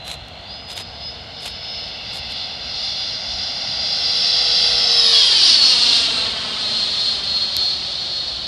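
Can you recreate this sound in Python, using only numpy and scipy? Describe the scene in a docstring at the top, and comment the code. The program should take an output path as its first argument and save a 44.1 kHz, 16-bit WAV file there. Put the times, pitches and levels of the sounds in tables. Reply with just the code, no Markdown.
"""Outdoors, under the flight path of a model jet with an eleven-blade electric ducted fan.
It opens its throttle, comes in low, passes overhead and flies off over a distant rumble.
The fan's whine is a set of Doppler-shifted sines; its hiss and the jet's roar are coloured noise.
A sweeping ground echo combs them. Two sliding whistles sound around the pass.
Close to the microphone, shaped bursts of noise make a few soft scuffs and clicks."""
import sys
import numpy as np
from scipy.fft import rfft, irfft, next_fast_len
from scipy.io import wavfile
from scipy.ndimage import uniform_filter1d, minimum_filter1d, map_coordinates

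SR = 44100
rng = np.random.default_rng(int(sys.argv[2]) if len(sys.argv) > 2 else 0)


def dump(signal):
    """Clip the signal to [-1, 1] and save it as 16-bit WAV at the path in sys.argv[1]."""
    limited = np.clip(np.atleast_2d(signal).T, -1, 1)
    pcm = np.round(limited * 32767).astype(np.int16)
    wavfile.write(sys.argv[1], SR, pcm)


N = 373527
BLADES = 11
FULL_HZ = 4680  # blade-passing rate on board at full throttle
PASS_S, SPEED_M_PER_S, MISS_M = 5.383, 41.2, 14.16  # closest approach, speed, closest distance
SOUND_M_PER_S = 343


def amp(db):
    """Decibels to gain."""
    return 10 ** (np.asarray(db) / 20)


def unit(x):
    """Scale to rms 1."""
    return x / np.sqrt(np.mean(x ** 2) + 1e-20)


def seconds():
    """Time of each sample."""
    return np.arange(N) / SR


def curves(rows):
    """One value per sample for each column after the time."""
    knot_s, *columns = np.transpose(rows)
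    return [np.interp(seconds(), knot_s, column) for column in columns]


def bell(centre_s, width_s):
    """A smooth bump of height 1."""
    return np.exp(-((seconds() - centre_s) / width_s) ** 2)


def wobble(knots_per_s):
    """A smooth random curve."""
    knots = rng.standard_normal(8192)
    return map_coordinates(knots, [np.arange(N) * knots_per_s / SR], mode="wrap")


def filtered(x, response):
    """Multiply the spectrum of x by a response of frequency."""
    size = next_fast_len(N + 8192)
    gain = response(np.fft.rfftfreq(size, 1 / SR))
    return irfft(rfft(x, size) * gain, size)[..., :N]


def coloured(x, spectrum):
    """Filter x through (Hz, dB) points on a log frequency axis."""
    point_hz, db = np.transpose(spectrum)
    return filtered(x, lambda hz: amp(np.interp(np.log(hz + 1), np.log(point_hz), db)))


def noise(spectrum):
    """Coloured noise of rms 1."""
    return unit(coloured(rng.standard_normal(N), spectrum))


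def tone(hz, flutter_db, blur_rad):
    """A sine of rms 1 whose level and phase are shaken by turbulent air."""
    shake_rad = blur_rad * (wobble(35) + .5 * wobble(210))
    phase_rad = 2 * np.pi * np.cumsum(hz) / SR + shake_rad
    flutter = 2 * np.tanh((wobble(16) + wobble(70)) / 2)
    return unit(amp(flutter_db * flutter) * np.sin(phase_rad))


def flight():
    """Straight steady pass: distance in m, and angle in rad from the nose to the microphone."""
    ahead_m = SPEED_M_PER_S * (PASS_S - seconds())
    return np.hypot(ahead_m, MISS_M), np.arctan2(MISS_M, ahead_m)


def heard(beam_db, air_db_per_m):
    """Gain at the microphone: (nose, side, tail) beam, spreading with distance, air absorption."""
    nose_db, side_db, tail_db = beam_db
    metres, angle_rad = flight()
    axis_db = np.where(np.cos(angle_rad) > 0, nose_db, tail_db)
    beam_now_db = side_db + (axis_db - side_db) * np.cos(angle_rad) ** 2
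    return amp(beam_now_db - air_db_per_m * metres) * MISS_M / metres


# Ground echo. Each row: time in seconds, lag in ms.
ECHO_LAG = [(.15, 1.45), (.8, 1.41), (1.75, 1.385), (2.05, 1.43), (3.7, 1.438), (4.3, 1.475), (4.75, 1.48),
            (4.95, 1.51), (5.08, 1.62), (5.2, 1.82), (5.4, 2.42), (5.6, 3.5), (5.75, 4.07), (5.9, 4.22),
            (6.25, 4.51), (6.72, 4.72), (7.1, 4.93), (7.4, 5.19), (7.65, 5.36), (8.47, 5.76)]


def over_ground(x, share):
    """Add the delayed ground echo; as its lag grows, the comb of notches sweeps down."""
    lag_ms, = curves(ECHO_LAG)
    late = np.arange(N) - lag_ms * SR / 1000
    echo = map_coordinates(x, [late], order=3)
    return (x + share * echo) / np.sqrt(1 + share ** 2)


# Throttle. Each row: time in seconds, blade-passing rate on board in Hz.
THROTTLE_HZ = [(0, 3562), (.17, 3587), (.25, 3740), (.4, 3830), (.47, 4080), (.515, 4320), (.56, 4392),
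               (1.5, 4517), (1.83, 4537), (2, 4575), (2.3, 4586), (3.3, 4670), (4.6, 4686), (5.1, 4673),
               (5.6, 4687), (6, 4670), (6.65, 4720), (7.4, 4777), (8.47, 4812)]


def throttle_hz():
    """Blade-passing rate on board, before Doppler shift."""
    return curves(THROTTLE_HZ)[0]


# Swells in moving air. Each row: centre in seconds, half width in seconds, hiss in dB, whine in dB.
AIR_SWELLS = [(.12, .06, 2, 5), (.31, .11, -1, -18), (.52, 0.05, 2, 3), (0.64, 0.05, -6, 0),
              (.93, .07, -3, -7), (1.08, 0.043, 1.5, 10), (1.25, .12, -4.5, -15), (1.44, .04, 0, -5),
              (1.79, 0.12, 3.5, 4), (1.97, 0.086, -2, -3), (2.12, .05, 2, -4), (2.38, .09, 3.5, 0),
              (2.6, 0.08, -2.5, -6), (2.85, 0.14, 4, 2), (3.22, .06, -2, -11), (3.65, .3, -3, -3),
              (4.3, .2, 2, 3), (4.86, .13, -3, 2), (5.0, .03, 0, 5), (5.17, .04, 2, -3), (5.34, .08, 0, -6),
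              (5.48, 0.045, 2, 0), (5.63, .05, 0, 8.5), (5.97, .11, 3, -6), (6.23, .04, 1, 6),
              (6.37, .28, -7.5, -16), (7.1, .07, 2, 2), (7.22, .025, -2.5, -6), (7.39, .07, 1.5, 5),
              (7.65, .09, 3, 4.5), (7.89, .06, 1, -4), (8.4, .3, 2.5, 0)]


def swells():
    """Swells and fades in dB for hiss and whine; a pure tone mostly swings further than noise."""
    return sum(np.outer([hiss_db, whine_db], bell(centre_s, width_s))
               for centre_s, width_s, hiss_db, whine_db in AIR_SWELLS)


# Outdoor background spectrum. Each row: frequency in Hz, density in dB per Hz.
OUTDOOR_SPECTRUM = [(20, -34), (40, -8), (62, 2.5), (100, -1.5), (180, -5), (380, -15), (520, -10.5),
                    (720, -4), (1000, -15), (1800, -19), (4000, -17.5), (7000, -35), (12000, -50.5),
                    (15000, -58)]


def outdoors(level_db=-39.5, gust_db=2.0, gust_edge_hz=90):
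    """Distant low rumble with a faint hiss; its deepest part comes and goes."""
    air = noise(OUTDOOR_SPECTRUM)
    deep = filtered(air, lambda hz: 1 / (1 + (hz / gust_edge_hz) ** 4))
    gust = amp(gust_db * wobble(9)) - 1
    return amp(level_db) * (air + gust * deep)


# Unbalanced rotor. Each row: multiple of the shaft rate, level in dB at the closest distance,
# forward cone from and to in degrees off the nose, spill outside it in dB, phase blur in rad.
ROTOR_TONES = [(1, -31.5, 14.5, 58, -22, 0.084), (10, -17.5, 10.5, 28, -17, 1.1)]


def side_tones(hz):
    """Tones of the unbalanced rotor, each thrown forwards in a cone round the nose."""
    metres, angle_rad = flight()
    deg = np.degrees(angle_rad)
    out = np.zeros(N)
    for multiple, db, from_deg, to_deg, spill_db, blur_rad in ROTOR_TONES:
        cone = 1 / (1 + (from_deg / deg) ** 8) / (1 + (deg / to_deg) ** 12)
        side = tone(multiple * hz / BLADES, 1.0 + 2 * blur_rad, blur_rad)
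        out += amp(db) * (cone + amp(spill_db)) * MISS_M / metres * side
    return out


# (nose, side, tail) dB at the closest distance, before air absorption
WHINE_DB, OCTAVE_DB = (-16, -17, -9.5), (-37.5, -37, -30.5)
SKIRT_DB = -9  # relative to the whine
FAR_HUM_S, FAR_HUM_WIDTH_S, FAR_HUM_DB = 1.45, 1.2, -55.5


def fan_tones(coming_share=0.59, leaving_share=.3, overhead_loss=.5):
    """Doppler-shifted whine, skirt, octave and side tones; all but the octave beat with the echo."""
    metres, angle_rad = flight()
    hz = throttle_hz() / (1 - SPEED_M_PER_S / SOUND_M_PER_S * np.cos(angle_rad))
    hiss_swell_db, whine_swell_db = swells()

    # the tones are most ragged straight overhead
    overhead = MISS_M / metres
    blur_rad = .2 + .3 * overhead + .6 * overhead ** 6
    whine = heard(WHINE_DB, air_db_per_m=.015) * tone(hz, 1.36 + 1.45 * overhead, blur_rad)
    # rough band from blades chopping turbulent air
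    skirt = amp(SKIRT_DB) * heard(WHINE_DB, air_db_per_m=.04) * tone(hz, flutter_db=4, blur_rad=3)
    octave = heard(OCTAVE_DB, air_db_per_m=.15) * tone(2 * hz, 3.5, 2 * blur_rad)
    tones = amp(whine_swell_db) * whine + amp(hiss_swell_db) * skirt + side_tones(hz)

    share = np.interp(angle_rad, [0, np.pi], [coming_share, leaving_share])
    tones = over_ground(tones, share * (1 - overhead_loss * overhead))
    # the shaft's hum carries faintly from far off
    hum = tone(hz / BLADES, flutter_db=1.5, blur_rad=.1)
    far_hum = amp(FAR_HUM_DB) * bell(FAR_HUM_S, FAR_HUM_WIDTH_S) * hum
    return tones + amp(hiss_swell_db) * octave + far_hum


def sped(x, octaves_per_octave=.7):
    """The fan's resonances rise with its speed: play the hiss faster or slower."""
    rate = (throttle_hz() / FULL_HZ) ** octaves_per_octave
    return map_coordinates(x, [np.cumsum(rate)], order=5, mode="mirror")


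# Top of the hiss. Each row: centre in seconds, half width in seconds, level change in dB.
TREBLE_FLARES = [(.35, .25, -3), (2.35, .25, -3), (3.45, .5, 3.5), (4.88, .07, 4), (5.17, .04, -2),
                 (5.33, .07, -4), (5.5, .035, 2.5), (5.59, .035, -3), (5.69, .03, 5), (5.77, .03, -2),
                 (6.17, .12, -4), (8.0, .45, 4)]


def dulled(x, edge_hz=5200, air_db_per_m=.02, flare_edge_hz=4900):
    """Distance takes the top off the hiss; what is left of it flares and dims."""
    def above(signal, edge):
        return filtered(signal, lambda hz: 1 - 1 / (1 + (hz / edge) ** 12))

    metres, _ = flight()
    x = x - (1 - amp(-air_db_per_m * metres)) * above(x, edge_hz)
    flare_db = sum(db * bell(centre_s, width_s) for centre_s, width_s, db in TREBLE_FLARES)
    return x + (amp(flare_db) - 1) * above(x, flare_edge_hz)


# Fan hiss from nose, belly and tail, then a duller patch of hiss, exhaust roar from ahead and
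# behind, and fine treble. Each row: frequency in Hz, density in dB per Hz.
NOSE_HISS = [(1200, -32), (2400, -17), (2800, -8), (3500, 4), (4300, 3.5), (4900, 5), (5400, -4),
             (6000, -13), (7000, -25), (10000, -66)]
BELLY_HISS = [(400, -34), (1200, -21), (2300, -15), (2900, -5), (3600, -1.5), (4500, 5.5), (5200, 1.5),
              (5800, -6.5), (6500, -23.5), (7500, -54), (10000, -74)]
TAIL_HISS = [(1200, -75), (2300, -23.5), (2900, -7.5), (3500, 4.5), (4300, 4.5), (4800, -0.5), (5400, -13),
             (6200, -21.5), (7500, -30.5), (10000, -76)]
DULL_HISS = [(1500, -21), (2100, -4), (2450, -6), (2620, 5), (3500, -4), (5000, -41)]
AHEAD_ROAR = [(30, -40), (90, -14), (220, 1.5), (380, -2.5), (520, -2.5), (740, 4.5), (950, 0), (1080, 4),
              (1220, -5), (1500, 0.5), (2100, 0.5), (2450, -1), (3200, 8), (5000, -70)]
BEHIND_ROAR = [(30, -46), (90, -12), (240, 2.5), (420, -1), (660, 3), (840, -2), (1080, 0), (1280, 2.5),
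               (1500, -1), (2200, -0.5), (2500, 0.5), (3200, 9), (5000, -70)]
TREBLE_SPRAY = [(4000, -7.5), (6300, 5.5), (8000, 1.5), (9300, -1.5), (10500, -9.5), (11500, -20),
                (12500, -38), (15000, -55)]
# (nose, side, tail) dB at the closest distance, before air absorption
HISS_DB, ROAR_DB = (-6.3, -9.3, -7.0), (-18.9, -26.5, -18.2)
SPRAY_DB = (-29.5, -29.5, -22.5)
THROTTLE_DB_PER_OCTAVE = 14  # a faster fan hisses louder
DULL_S, DULL_WIDTH_S, DULL_DB = 2.15, 0.69, -39.5
ECHO_SHARE, OVERHEAD_LOSS = 0.55, .3  # hiss returned by the ground; part of that lost overhead


def airflow(belly_before=0.48, belly_after=1.23):
    """Fan hiss changes colour from nose to belly to tail; the exhaust adds roar and fine treble."""
    metres, angle_rad = flight()
    overhead = MISS_M / metres
    coming = np.cos(angle_rad / 2) ** 2
    belly_power = belly_before * coming + belly_after * (1 - coming)
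    belly = np.clip(0.82 * overhead ** belly_power, 0, 1)
    shares = [(1 - belly) * coming, belly, (1 - belly) * (1 - coming)]
    views = [NOSE_HISS, BELLY_HISS, TAIL_HISS]
    hiss = sum(np.sqrt(share) * noise(view) for share, view in zip(shares, views))

    # moving air along the path makes hiss and spray twinkle
    twinkle_db = .5 * wobble(22)
    speed_db = THROTTLE_DB_PER_OCTAVE * np.log2(throttle_hz() / FULL_HZ)
    fan = amp(speed_db + swells()[0] + twinkle_db)
    hiss = fan * heard(HISS_DB, air_db_per_m=.033) * dulled(sped(hiss))
    hiss = hiss + amp(DULL_DB) * bell(DULL_S, DULL_WIDTH_S) * noise(DULL_HISS)

    roar = np.sqrt(coming) * noise(AHEAD_ROAR) + np.sqrt(1 - coming) * noise(BEHIND_ROAR)
    roar = heard(ROAR_DB, air_db_per_m=0.0138) * roar
    spray = fan * heard(SPRAY_DB, air_db_per_m=.105) * noise(TREBLE_SPRAY)
    # the ground returns long waves well and scatters the shortest ones away
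    hiss = over_ground(hiss, ECHO_SHARE * (1 - OVERHEAD_LOSS * overhead))
    return over_ground(roar, share=.7) + hiss + spray


# Scuffs near the microphone. Each row: start in seconds, length in seconds, level in dB.
SCUFF_STROKES = [(0.039, 0.13, -33.5), (0.68, 0.072, -35), (0.747, 0.087, -31.5), (1.4, 0.12, -32.5),
                 (2.115, 0.088, -36), (2.297, 0.036, -39), (7.642, 0.032, -41)]
# Their spectrum. Each row: frequency in Hz, density in dB per Hz.
SCUFF_SPECTRUM = [(150, -17), (700, -3.5), (1800, -9.5), (3800, 2.5), (5200, -13), (6800, -10.5),
                  (10000, -14.5), (12000, -17), (13500, -49)]


def scuffs(grain_db=3.8):
    """Short grainy rubs: noise roughened by a fast wobble, swelling and fading as half sines."""
    t = seconds()
    strokes = sum(amp(db) * np.sin(np.pi * np.clip((t - start_s) / length_s, 0, 1))
                  for start_s, length_s, db in SCUFF_STROKES)
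    grain = amp(grain_db * wobble(350))
    return strokes * unit(noise(SCUFF_SPECTRUM) * grain)


# Small clicks. Each row: start in seconds, nominal peak in dB, sharpness from 0 to 1.
CLICK_HITS = [(0.081, -27, 0), (.284, -28, 0.15), (.717, -20, 0.1), (.732, -27, .3), (.767, -19, 1),
              (0.7777, -11, 0.25), (0.812, -19, 0), (1.885, -34, 0.3), (7.5672, -5, 0.9)]
# Soft and sharp click spectra. Each row: frequency in Hz, density in dB per Hz.
SOFT_SPECTRUM = [(500, -19), (2000, -4.5), (3800, 2), (5000, 1), (7000, -6), (11000, -23), (14000, -43)]
SHARP_SPECTRUM = [(500, -26), (2500, -16), (4500, 7), (7000, -15), (9900, -16), (11300, -6), (12800, -11),
                  (15000, -30)]


def clicks(t60_s=0.0082, peak_over_rms_db=4.5):
    """Tiny dry contacts: decaying noise cracks of a few milliseconds, brighter when sharper."""
    t = seconds()
    soft, sharp = noise(SOFT_SPECTRUM), noise(SHARP_SPECTRUM)
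    out = np.zeros(N)
    for start_s, peak_db, sharpness in CLICK_HITS:
        decay_db = 60 * abs(t - start_s) / t60_s
        crack = (t >= start_s) * amp(peak_db - peak_over_rms_db - decay_db)
        out += crack * ((1 - sharpness) * soft + sharpness * sharp)
    return out


# Two lower, rougher whistles. Each row: time in seconds, pitch in Hz, level in dB.
UPPER_SLIDE = [(4.3, 4080, -35), (4.7, 4060, -28), (4.88, 4040, -28), (5.0, 3950, -23), (5.09, 3780, -20),
               (5.18, 3600, -30)]
LOWER_SLIDE = [(5.08, 3400, -30), (5.16, 3345, -16), (5.25, 3260, -15.5), (5.38, 3110, -16.5),
               (5.47, 2990, -28), (5.68, 2840, -29), (6.1, 2730, -31), (6.3, 2700, -41)]


def whistle(rows, blur_rad, fade_s=.06):
    """A rough sine that slides down around the pass."""
    hz, db = curves(rows)
    t = seconds()
    to_nearest_end_s = np.minimum(t - rows[0][0], rows[-1][0] - t)
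    fade = np.clip(to_nearest_end_s / fade_s, 0, 1)
    return fade * amp(db) * tone(hz, flutter_db=2.2, blur_rad=blur_rad)


def scene():
    """The background, the jet and the small noises nearby, on one microphone."""
    whistles = whistle(UPPER_SLIDE, blur_rad=.9) + whistle(LOWER_SLIDE, blur_rad=.55)
    return (outdoors() + fan_tones() + airflow() + scuffs() + clicks() + whistles)[None]


def gain_control(x, threshold_db=-19, slope=0.32):
    """Turn everything down while the quarter-second level is over the threshold."""
    power = abs(uniform_filter1d(x ** 2, size=SR // 4))
    level_db = 10 * np.log10(power + 1e-12)
    return x * amp(-slope * np.maximum(level_db - threshold_db, 0))


def record(dry, ceiling=.93, top_hz=15650):
    """Ride the gain, limit the highest peaks and keep nothing above the band limit."""
    x = gain_control(dry)
    needed = minimum_filter1d(ceiling / np.maximum(abs(x), ceiling), size=301)
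    limited = x * uniform_filter1d(needed, size=301)
    return filtered(limited, lambda hz: hz < top_hz)


dry = scene()
out = record(dry)
dump(out)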